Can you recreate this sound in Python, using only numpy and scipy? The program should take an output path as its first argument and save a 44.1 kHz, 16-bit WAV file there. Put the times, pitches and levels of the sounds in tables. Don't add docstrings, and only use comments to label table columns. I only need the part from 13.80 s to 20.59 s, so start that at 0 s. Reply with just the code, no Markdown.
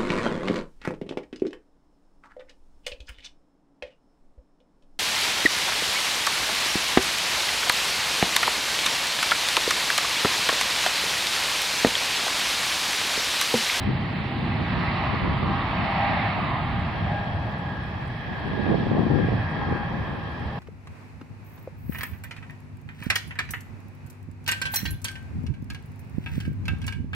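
import sys
import numpy as np
from scipy import signal
from scipy.fft import rfft, irfft
from scipy.io import wavfile
from scipy.ndimage import uniform_filter1d

SR = 44100
rng = np.random.default_rng(int(sys.argv[2]) if len(sys.argv) > 2 else 0)


def gain_from_db(level_db):
    decades = np.asarray(level_db, float) / 20
    return 10 ** decades


def unload_wav(signal):
    wavfile.write(
        sys.argv[1],
        SR,
        np.round(np.clip(np.atleast_2d(signal).T, -1, 1) * 32767).astype(np.int16),
    )


N = 299439
TIME = np.arange(N) / SR
FRAME, HOP = 1024, 256

# time in seconds, heading from 0 (side-on) to 1 (tail-on).
HEADING = [
    (0, 0.085),
    (1, 0.055),
    (2.8, 0.11),
    (3.6, 0.66),
    (6.79, 0.78),
]
# time in seconds, level in dB.
RUMBLE_LEVEL = [(0.0, -28.5), (0.4, -27), (0.65, -26), (1.1, -26.5), (1.4, -30), (1.9, -26.5), (2.5, -28),
                (2.85, -27), (3.25, -29.5), (3.55, -33.5), (3.8, -31.5), (4.3, -33.5), (5.0, -32.5),
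                (5.25, -23), (5.6, -30.5), (6.0, -31), (6.4, -34), (6.8, -32)]
# frequency in Hz, density in dB per Hz.
RUMBLE_COLOUR = [(12, -53), (20, -23), (43, -24), (65, 0), (135, -4.5), (203, -8.5), (289, -18.5),
                 (336, -17), (380, -24.5), (520, -28), (680, -51), (1140, -120)]
# time in seconds, half-length in seconds, peak in dB.
DEEP_THROBS = [(0.1, 0.12, -35), (0.64, .2, -38), (1.13, 0.38, -31), (1.5, 0.11, -29), (1.66, .05, -29.5),
               (1.95, .3, -33), (2.25, 0.23, -32.5), (2.63, 0.063, -30.5), (2.78, 0.11, -28),
               (2.94, 0.076, -26), (3.2, .2, -30), (3.57, 0.19, -33.5), (4.1, 0.8, -36), (4.9, 0.16, -29.5),
               (5.15, .06, -32), (5.31, .1, -33.5), (5.62, 0.18, -31.5), (5.9, .08, -30), (6.2, 0.33, -33),
               (6.67, 0.03, -24)]
# time and half-length in seconds, centre in Hz,
# lift in dB.
PLUME_POCKETS = [(.12, 0.055, 209, 4), (.85, .15, 267, -2.5), (1.15, .08, 290, 4), (1.6, .25, 60, -4),
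                 (2.0, .1, 190, -1), (2.1, 0.11, 269, 3), (2.75, 0.18, 90, 2), (3.55, .06, 150, -4),
                 (3.68, .06, 139.5, 3.5), (5.5, .15, 50, -3), (5.75, .1, 120.3, 2.5), (6.05, .08, 258, 2.5),
                 (6.2, .08, 79.4, -2.5), (6.45, 0.13, 169.6, -4.5)]
ROAR_CENTRES_HZ = [680, 1100, 2000, 3800]
# frequency in Hz, density in dB per Hz.
ROAR_SIDE_ON = [(240, -42), (400, -30), (504, -24), (615, -5), (749, -6), (800, -3), (855, -6),
                (1110, -5.5), (1480, -12), (1950, -7.5), (2380, -12), (3350, -21.5), (3740, -22),
                (4510, -27.5), (5400, -40.5), (5900, -50), (7230, -83), (12200, -120)]
ROAR_TAIL_ON = [(240, -45.5), (400, -2.5), (569, -5.5), (635, -6), (774, -4.5), (846, -5.5), (1110, -7),
                (1430, -13.5), (1550, -12), (1600, -5.5), (1690, 0), (1830, -5), (2040, -15.5), (3240, -24),
                (5560, -38.5), (7230, -62), (12200, -120)]
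# frequency in Hz, width in Hz, lift in dB.
ECHO_RIPPLE = [
    (2510, 120, 7.5),
    (3900, 80, 2.5),
    (2940, 67, -2.5),
    (3220, 140, 6.5),
]
# level side-on in dB, level tail-on in dB, share of the air's swelling it follows.
ROAR_PARTS = [
    (-42.5, -43, 0.86),
    (-42, -43, 1),
    (-41, -46.5, 0.89),
    (-43, -53, 0.46),
]
# time in seconds, level in dB.
AIR_CARRY = [(0.0, 1.5), (0.4, -0.5), (0.7, 1.5), (1.05, 5.5), (1.35, 6), (1.65, 2), (2.0, 5), (2.3, 8.5),
             (2.55, 3.5), (2.95, 2.5), (3.3, 3), (3.6, 0), (4.45, -2), (4.9, 3), (5.1, 1.5), (5.8, 2.5),
             (6.4, -0.5), (6.79, -1)]
# time and half-length in seconds, centre in
# Hz, lift in dB.
ROAR_POCKETS = [(1.1, 0.044, 2000, 2.5), (1.1, 0.13, 5200, 3), (2.9, 0.47, 5400, -3), (5.3, 0.79, 4800, 1.5),
                (6.3, 0.28, 5630, -1.5), (1.15, 0.27, 1090, 3), (1.3, .12, 700, 0.5),
                (1.71, 0.26, 1114, 7.5), (2.1, 0.11, 1100, 3), (2.268, 0.35, 706, 6),
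                (2.406, 0.23, 2060, 3.5), (2.198, 0.087, 1980, 0.5), (2.42, 0.091, 3800, 2),
                (3.05, 0.13, 646, -3.5), (2.9, .12, 477, 2), (4.35, .15, 400, 5), (2.7, 0.18, 1106, 8),
                (2.75, 0.12, 536, 3.5), (3.365, 0.4, 693, 6), (4.44, 0.25, 2000, 3.5),
                (4.934, 0.063, 700, 5), (4.85, 0.22, 3720, 3), (5.18, 0.049, 700, 9), (5.26, .1, 2000, -1),
                (5.655, 0.44, 1960, 4), (5.96, 0.32, 1100, 3)]
# frequency in Hz, likeness from 0 to 1.
LIKENESS_SIDE_ON = [(40, .8), (80, 0.99), (300, 0.97), (470, 0.71), (700, 0.95), (1200, 0.87), (1500, 0.13),
                    (1900, 0.91), (2580, 0.51), (3630, .75), (5110, 0.5)]
LIKENESS_TAIL_ON = [(40, .8), (80, 1), (200, 0.95), (450, .75), (700, 0.7), (1100, 0.54), (1500, 0.2),
                    (1900, 0.4), (2500, 0.077), (3500, 0.37), (5100, 0.26)]
# frequency in Hz, likeness from 0 to 1.
BASS_LIKENESS = [(40, .84), (90, .9), (150, 1)]
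# frequency in Hz, difference in dB.
BALANCE_SIDE_ON = [(60, -1), (84, -0.5), (120, -2), (170, 0.5), (240, -1), (330, -2), (470, 2.5), (660, 1),
                   (920, 1), (1300, -4), (1830, 1), (2580, -9), (3630, -1), (5110, -5)]
BALANCE_TAIL_ON = [(60, -1.5), (84, -0.5), (120, 0.5), (170, -0.5), (240, 0.5), (330, -1), (470, -1),
                   (660, 1.5), (920, -1), (1300, -0.5), (1830, -3.5), (2580, 2), (3630, -2.5), (5110, -14)]
# frequency in Hz, lead in radians.
LEFT_LEAD = [(0, 0), (1210, -0.2), (1460, 1.6), (1720, -0.3), (2070, -0.2), (2330, 1.8), (2580, 5.2),
             (2930, 6.7), (3270, 6.8), (3530, 6.4), (3880, 6.6), (4130, 6.4), (4910, 7.4), (5250, 6.8)]
# time in seconds, blade tone in Hz.
FAN_PITCH = [(0, 799), (1.5, 799), (2.3, 796), (2.7, 798), (3.0, 803), (3.35, 814), (3.7, 819), (4.1, 824),
             (4.5, 826), (5.1, 825), (5.45, 819), (5.8, 816.5), (6.2, 814), (6.79, 813)]
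# order, trim in dB, left-right in dB, left lead in radians, dock echo in dB.
FAN_ORDERS = [
    (1, -4, -1, 0.19, -50.5),
    (2, -4, 11, 0.45, -49),
    (4, -12.5, -7.5, 0.41, -62.5),
]
# width in Hz, amount of beating left in.
FAN_BLUR = [
    (8, .18),
    (8, .12),
    (90, 2.),
]
# time and half-length in seconds, peak in dB.
BLADE_FLARES = [(0.04, 0.025, -43), (0.54, .07, -37), (0.69, 0.055, -39), (1.05, .2, -50.5),
                (1.32, 0.11, -34.5), (1.74, 0.083, -31.5), (1.91, .05, -33), (2.1, 0.081, -30),
                (2.23, 0.044, -21), (2.44, 0.048, -30), (2.82, .05, -36), (2.96, .07, -35),
                (3.39, 0.074, -30.5), (3.88, 0.06, -40.5), (4.3, 0.054, -47), (4.83, 0.17, -41),
                (5.1, 0.17, -41), (5.34, .05, -32.5), (5.84, 0.031, -32.5), (5.92, 0.019, -28.5),
                (5.99, 0.054, -32), (6.15, 0.072, -45), (6.75, 0.047, -41)]
# time and half-length in seconds, peak in dB.
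OCTAVE_FLARES = [(0.0, .05, -48), (0.68, 0.077, -50), (0.96, 0.097, -44), (1.3, 0.18, -56),
                 (1.74, .07, -43.5), (1.98, .06, -40), (2.25, 0.063, -39), (2.38, .05, -45),
                 (2.52, 0.051, -46), (2.96, 0.041, -46), (3.15, 0.2, -44.5), (3.38, 0.069, -37.5),
                 (3.66, 0.075, -46.5), (3.95, 0.14, -42.5), (4.25, 0.041, -44), (4.6, 0.27, -47.5),
                 (4.86, 0.14, -40.5), (5.43, 0.12, -39.5), (5.66, 0.055, -37.5), (5.84, 0.077, -41),
                 (5.98, 0.082, -39.5), (6.22, .08, -44), (6.6, 0.31, -54)]
# time in seconds, half-length in seconds, peak in dB.
LEFT_GUSTS = [(0.09, 0.041, -23), (0.42, 0.06, -37), (0.6, 0.046, -33), (0.98, 0.056, -37),
              (1.33, 0.032, -23), (1.47, 0.089, -26.5), (1.68, 0.066, -28), (2.03, 0.054, -31),
              (2.3, 0.045, -48), (2.62, 0.078, -34.5), (2.93, 0.045, -39), (4.52, 0.053, -35.5),
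              (4.68, 0.075, -29.5), (4.91, 0.045, -23.5), (5.06, 0.1, -23.5), (5.135, 0.032, -20.5),
              (5.2, 0.064, -18), (5.27, 0.036, -21), (5.33, 0.044, -17), (5.385, 0.038, -13.5),
              (5.44, 0.021, -21), (5.56, .04, -34), (5.8, 0.062, -29), (5.95, 0.094, -25),
              (6.17, 0.085, -30), (6.33, 0.15, -32.5), (6.62, 0.043, -35)]
RIGHT_GUSTS = [(0.1, 0.04, -40), (0.403, 0.07, -39), (0.61, 0.044, -32), (0.8, 0.039, -27),
               (0.99, 0.041, -29), (1.127, 0.045, -36), (1.47, 0.057, -26), (1.63, 0.064, -28.5),
               (2.31, 0.048, -29), (2.592, 0.05, -32), (2.72, .06, -41), (2.94, 0.033, -36),
               (3.152, 0.067, -35), (4.533, 0.076, -34), (4.781, 0.077, -24), (4.924, 0.063, -16.5),
               (5.038, 0.045, -29.5), (5.172, 0.073, -28), (5.27, 0.072, -31), (5.498, 0.1, -23.5),
               (5.825, 0.05, -34.5), (5.908, 0.041, -26), (6.1, 0.11, -39), (6.296, 0.064, -34),
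               (6.55, 0.13, -42)]
# time in seconds, peak in dB.
THUMPS = [
    [(0.041, -25), (1.306, -25), (4.924, -24), (5.133, -10), (5.147, -12), (5.182, -11), (5.192, -10),
     (5.216, -11), (5.225, -22), (5.264, -12), (5.302, -20), (5.318, -26), (5.343, -14), (5.352, -12),
     (5.366, -15), (5.379, -18), (5.387, -14), (5.395, -16), (5.439, -26), (5.924, -9), (6.164, -23)],
    [(0.8, -23), (0.975, -19), (1.447, -22), (1.628, -18), (2.299, -37), (2.578, -32), (4.733, -14.5),
     (4.777, -15), (4.793, -15), (4.864, -14), (4.876, -19), (4.905, -21), (4.919, -21), (4.929, -13),
     (4.942, -7), (4.952, -14), (5.011, -17), (5.067, -10), (5.114, -7), (5.169, -10), (5.184, -19),
     (5.485, -8), (5.518, -12.5), (5.885, -30)],
]
THUMP_MS = [0.42, 0.34]
PORT_SHARPNESS = [.2, .55]
PORT_SIGN = [-1, 1]
PORT_REBOUND = [.35, .15]
# time in seconds, peak in dB.
MOTOR_TICKS = [(0.0318, -58), (0.4668, -67), (0.5172, -66), (0.598, -65), (0.6779, -64), (0.8375, -64),
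               (1.0395, -61), (1.1573, -64), (1.2376, -68), (1.3159, -62.5), (1.3877, -65.5), (1.708, -68),
               (1.7973, -71.5), (1.8776, -67), (1.957, -68), (2.0273, -68), (2.1171, -66), (2.3565, -67),
               (2.588, -63.5), (2.7716, -66), (2.828, -66), (2.9178, -64), (2.9981, -62), (3.0774, -63),
               (3.2375, -66), (3.3179, -63), (3.3937, -66), (3.4531, -67), (3.5578, -67), (3.6376, -67),
               (3.7179, -70), (3.7878, -61), (3.8781, -66), (3.9449, -66), (4.0352, -60), (4.0946, -66),
               (4.2777, -59), (4.357, -66), (4.596, -64), (4.6773, -63), (4.7476, -65), (4.8379, -66),
               (4.9177, -67), (4.9975, -69), (5.0699, -65), (5.238, -63), (5.3173, -68), (5.384, -66),
               (5.4779, -64.5), (5.5568, -69), (5.6371, -67), (5.7079, -61), (5.9574, -64), (6.1968, -66),
               (6.2771, -65), (6.348, -65), (6.4368, -66), (6.5176, -62), (6.5974, -64), (6.6677, -65)]
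# frequency in Hz, density in dB per Hz.
HISS_COLOUR = [(5000, -19), (6100, 4), (6500, 2.5), (9000, 0), (11000, -2.5), (13000, -0.5), (14150, -3.5),
               (14400, -64.5)]
# frequency in Hz, threshold in dB.
GATE_OVER = [(4700, -12), (5400, -5.5), (5800, -5), (6050, 1.5), (6350, .3), (6650, .8), (7000, 1),
             (9000, 1), (10000, 1.2), (12600, .8), (13450, 1.3), (13700, 4.5), (14300, 5)]
# frequency in Hz, rise in dB per dB.
GATE_MASKING = [(7000, 0), (12500, .02), (13400, .2), (13700, .6), (14300, .6)]
# frequency in Hz, rise in dB.
GATE_SIDE_ON = [(4700, 6), (5100, 7), (5400, 7.5), (5700, 4), (6050, 1.5), (6350, 0), (6650, 2), (7000, 0)]


def rumble():
    def shape_db(hz, t):
        deep_share = 1 / (1 + (hz / 125) ** 6)
        level_db = follow(RUMBLE_LEVEL, t)[0]
        deep_db = surges(DEEP_THROBS, -36, t) + 2.5
        swell = np.outer(deep_share, deep_db) + np.outer(1 - deep_share, level_db)
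        return read(RUMBLE_COLOUR, hz)[:, None] + swell + focus(PLUME_POCKETS, hz, t)
    return gain_from_db(-27.0) * evened(port_noise(shape_db, patchy_db=-1.1))


def roar():
    def shape_db(hz, t):
        heading, carry_db = follow(HEADING, t)[0], follow(AIR_CARRY, t)[0]
        ripple = sum(db * np.exp(-.5 * ((hz - f) / width) ** 2) for f, width, db in ECHO_RIPPLE)
        colour = blend(ROAR_SIDE_ON, ROAR_TAIL_ON, hz, t) + np.outer(ripple, heading)
        shape = colour + focus(ROAR_POCKETS, hz, t)
        for one_part, (side_db, tail_db, carry_share) in zip(np.eye(4), ROAR_PARTS):
            share = read(list(zip(ROAR_CENTRES_HZ, one_part)), hz)
            power = (share[:, None] * gain_from_db(2 * colour)).sum(0)
            level_db = side_db + (tail_db - side_db) * heading + carry_share * carry_db
            shape = shape + np.outer(share, level_db - 10 * np.log10(power))
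        return shape
    return gain_from_db(3.0) * port_noise(shape_db, patchy_db=0.87)


def whine():
    hz = follow(FAN_PITCH, TIME)[0]
    blade_db = surges(BLADE_FLARES, -46, TIME)
    octave_db = surges(OCTAVE_FLARES, -54, TIME)
    slow_db = uniform_filter1d(octave_db, size=SR // 2)
    levels = [blade_db, octave_db, slow_db]
    out = np.zeros((2, N))
    for (order, trim_db, pan_db, lead, echo_db), (width, beating), db in zip(FAN_ORDERS, FAN_BLUR, levels):
        tone = np.exp(2j * np.pi * np.cumsum(round(order) * hz) / SR)
        drift = rng.standard_normal((2, N)) + 1j * rng.standard_normal((2, N))
        drift = signal.sosfilt(signal.butter(2, width / 2, fs=SR, output="sos"), drift)
        drift /= np.sqrt(np.mean(abs(drift) ** 2))
        direct = tone * drift[0] / (beating + abs(drift[0]))
        echo = tone * drift[1] * np.roll(drift[1], SR)
        pair = evened(np.array([direct, direct * np.exp(-1j * lead)]).real)
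        out += pair * gain_from_db(np.array([[pan_db], [-pan_db]]) / 2) * gain_from_db(db + trim_db)
        out += gain_from_db(echo_db) * evened(echo.real) * np.array([[1], [-1]])
    return out


def wind():
    eddies_per_s, spread_db, lumpy_db = 520, 2.2, 1.2
    limit = .5
    cut = signal.butter(2, 110, "highpass", fs=SR, output="sos")
    out = np.zeros((2, N))
    for k, gusts in enumerate((LEFT_GUSTS, RIGHT_GUSTS)):
        level_db = surges(gusts, -62, TIME)
        lumps = uniform_filter1d(rng.standard_normal(N), size=700)
        lumps = evened(uniform_filter1d(lumps, size=700))
        strike = rng.random(N) < eddies_per_s / SR
        size = gain_from_db(spread_db * np.minimum(rng.exponential(1, N), 3)) * strike
        size = size * np.where(rng.random(N) < PORT_REBOUND[k], -1, 1)
        kind = rng.integers(0, 3, N)
        sharp = PORT_SHARPNESS[k] * gain_from_db(.4 * (level_db + 22))
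        widths = [(.3, sharp), (.6, gain_from_db(.3 * (level_db + 20))), (1.15, .7)]  # (ms, share)
        eddies = np.zeros(N)
        for j, (ms, share) in enumerate(widths):
            eddies += share * signal.oaconvolve(size * (kind == j), dip(ms), "same")
        eddies = signal.sosfiltfilt(cut, eddies)
        power = uniform_filter1d(eddies ** 2, size=SR // 10)
        gusting = eddies / np.sqrt(power + 1e-9) * gain_from_db(level_db + lumpy_db * lumps - 0.5)
        s, db = np.transpose(THUMPS[k])
        thumps = np.bincount(np.round((s + .002) * SR).astype(int), gain_from_db(db + 4), N)
        thumps = signal.sosfiltfilt(cut, signal.oaconvolve(thumps, dip(THUMP_MS[k]), "same"))
        out[k] = PORT_SIGN[k] * (gusting + thumps)
    return limit * np.tanh(out / limit)


def lens_motor():
    s, db = np.transpose(MOTOR_TICKS)
    kicks = np.bincount(np.round(s * SR).astype(int), gain_from_db(db), N)
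    fade = np.exp(-1 / (.004 * SR))
    burst = signal.lfilter([1], [1, -fade], kicks) * rng.standard_normal((2, N))
    burst = .7 * burst + .7 * burst[0]
    ticks = np.array([resonate(port, 8900, 2400) for port in burst])
    return gain_from_db(4.5) * ticks * gain_from_db(np.array([[1.5], [-1.5]]))


def hiss():
    hz = np.fft.rfftfreq(N, 1 / SR)
    spectrum = rfft(rng.standard_normal((2, N))) * gain_from_db(read(HISS_COLOUR, hz)) * (hz > 4000)
    return gain_from_db(-68.5) * evened(irfft(spectrum, N))


def port_noise(shape_db, patchy_db):
    hz, t = np.fft.rfftfreq(FRAME, 1 / SR), np.arange(N // HOP + 5) * HOP / SR
    a, b, c, d, patches = rng.standard_normal((len(t), len(hz), 5)).T
    patches = uniform_filter1d(patches, size=14, axis=0)
    patches = evened(uniform_filter1d(patches, size=20, axis=1))
    shared, separate = a + 1j * b, c + 1j * d
    same = np.clip(blend(LIKENESS_SIDE_ON, LIKENESS_TAIL_ON, hz, t), 0, read(BASS_LIKENESS, hz)[:, None])
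    balance = gain_from_db(blend(BALANCE_SIDE_ON, BALANCE_TAIL_ON, hz, t) / 2)
    lead = np.interp(hz, *np.transpose(LEFT_LEAD))[:, None]
    left = shared * balance
    right = (same * shared * np.exp(-1j * lead) + np.sqrt(1 - same ** 2) * separate) / balance
    z = np.array([left, right]) * gain_from_db(shape_db(hz, t) + patchy_db * patches)
    return signal.istft(z, nperseg=FRAME, noverlap=FRAME - HOP)[1][:, :N]


def blend(side_on, tail_on, hz, t):
    heading = np.clip(follow(HEADING, t)[0], 0, 1)
    return np.outer(read(side_on, hz), 1 - heading) + np.outer(read(tail_on, hz), heading)


def focus(rows, hz, t):
    lift = 0
    for s, half, f, db in rows:
        in_pitch = np.exp(-(np.log2((hz + 1) / f) / 0.4) ** 2)
        in_time = np.exp(-((t - s) / half) ** 2)
        lift = lift + db * np.outer(in_pitch, in_time)
    return lift


def surges(rows, calm_db, t):
    grid = np.arange(0, t[-1] + 1, .004)
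    s, half, db = np.transpose(rows)[:, :, None]
    bells_db = db - 8 * ((grid - s) / half) ** 2
    power = gain_from_db(2 * calm_db) + gain_from_db(2 * bells_db).sum(0)
    return np.interp(t, grid, 10 * np.log10(power))


def dip(ms):
    return -np.exp(-.5 * (np.arange(-400, 400) / SR * 1000 / ms) ** 2)


def resonate(x, hz, width):
    turn = np.exp(2j * np.pi * np.cumsum(hz * np.ones(len(x))) / SR)
    r = np.exp(-np.pi * width / SR)
    low = signal.lfilter([1 - r], [1, -r], x / turn)
    low = signal.lfilter([1 - r], [1, -r], low)
    return 2 * (turn * low).real


def evened(x):
    return x / np.sqrt(np.mean(x ** 2) + 1e-20)


def read(points, hz):
    f, value = np.transpose(points)
    return np.interp(np.log(hz + 1), np.log(f + 1), value)


def follow(rows, t):
    s, *columns = np.transpose(rows)
    return [np.interp(t, s, c) for c in columns]


def scene():
    outside = rumble() + roar() + whine() + wind()
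    treble_cut = signal.firwin(601, 5870, fs=SR)[None]
    return signal.oaconvolve(outside, treble_cut, "same") + lens_motor() + hiss()


def gate(x):
    depth_db, lead_in = -60, 859
    frames = dict(fs=SR, window="cosine", nperseg=2048, noverlap=1024)
    hz, t, z = signal.stft(np.pad(x, ((0, 0), (lead_in, 0))), **frames)
    power = (abs(z) ** 2).sum(0)
    top = np.flatnonzero(hz > 4700)[:450]
    cells = power[top].reshape(-1, 3, power.shape[1]).mean(1)
    centre = hz[top][1::3]
    usual = uniform_filter1d(cells, size=61, axis=1)
    roar_power = power[(hz > 150) & (hz < 4000)].sum(0)
    roar_db = uniform_filter1d(10 * np.log10(roar_power + 1e-20), size=5)
    limit_db = read(GATE_OVER, centre)[:, None]
    limit_db = limit_db + np.outer(read(GATE_MASKING, centre), roar_db - roar_db.mean())
    limit_db = limit_db + np.outer(read(GATE_SIDE_ON, centre), 1 - follow(HEADING, t)[0])
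    shut = np.repeat(cells < usual * gain_from_db(2 * limit_db), 3, axis=0)
    gain = np.ones(power.shape)
    gain[top] = gain_from_db(depth_db * shut)
    return signal.istft(z * gain, **frames)[1][:, lead_in:lead_in + N]


def low_pass(x):
    return signal.sosfilt(signal.butter(12, 14212, fs=SR, output="sos"), x)


def record(dry):
    bass_cut = signal.butter(1, 45, "highpass", fs=SR, output="sos")
    thin = signal.sosfiltfilt(bass_cut, dry)
    return low_pass(gate(thin))


dry = scene()
out = record(dry)
unload_wav(out)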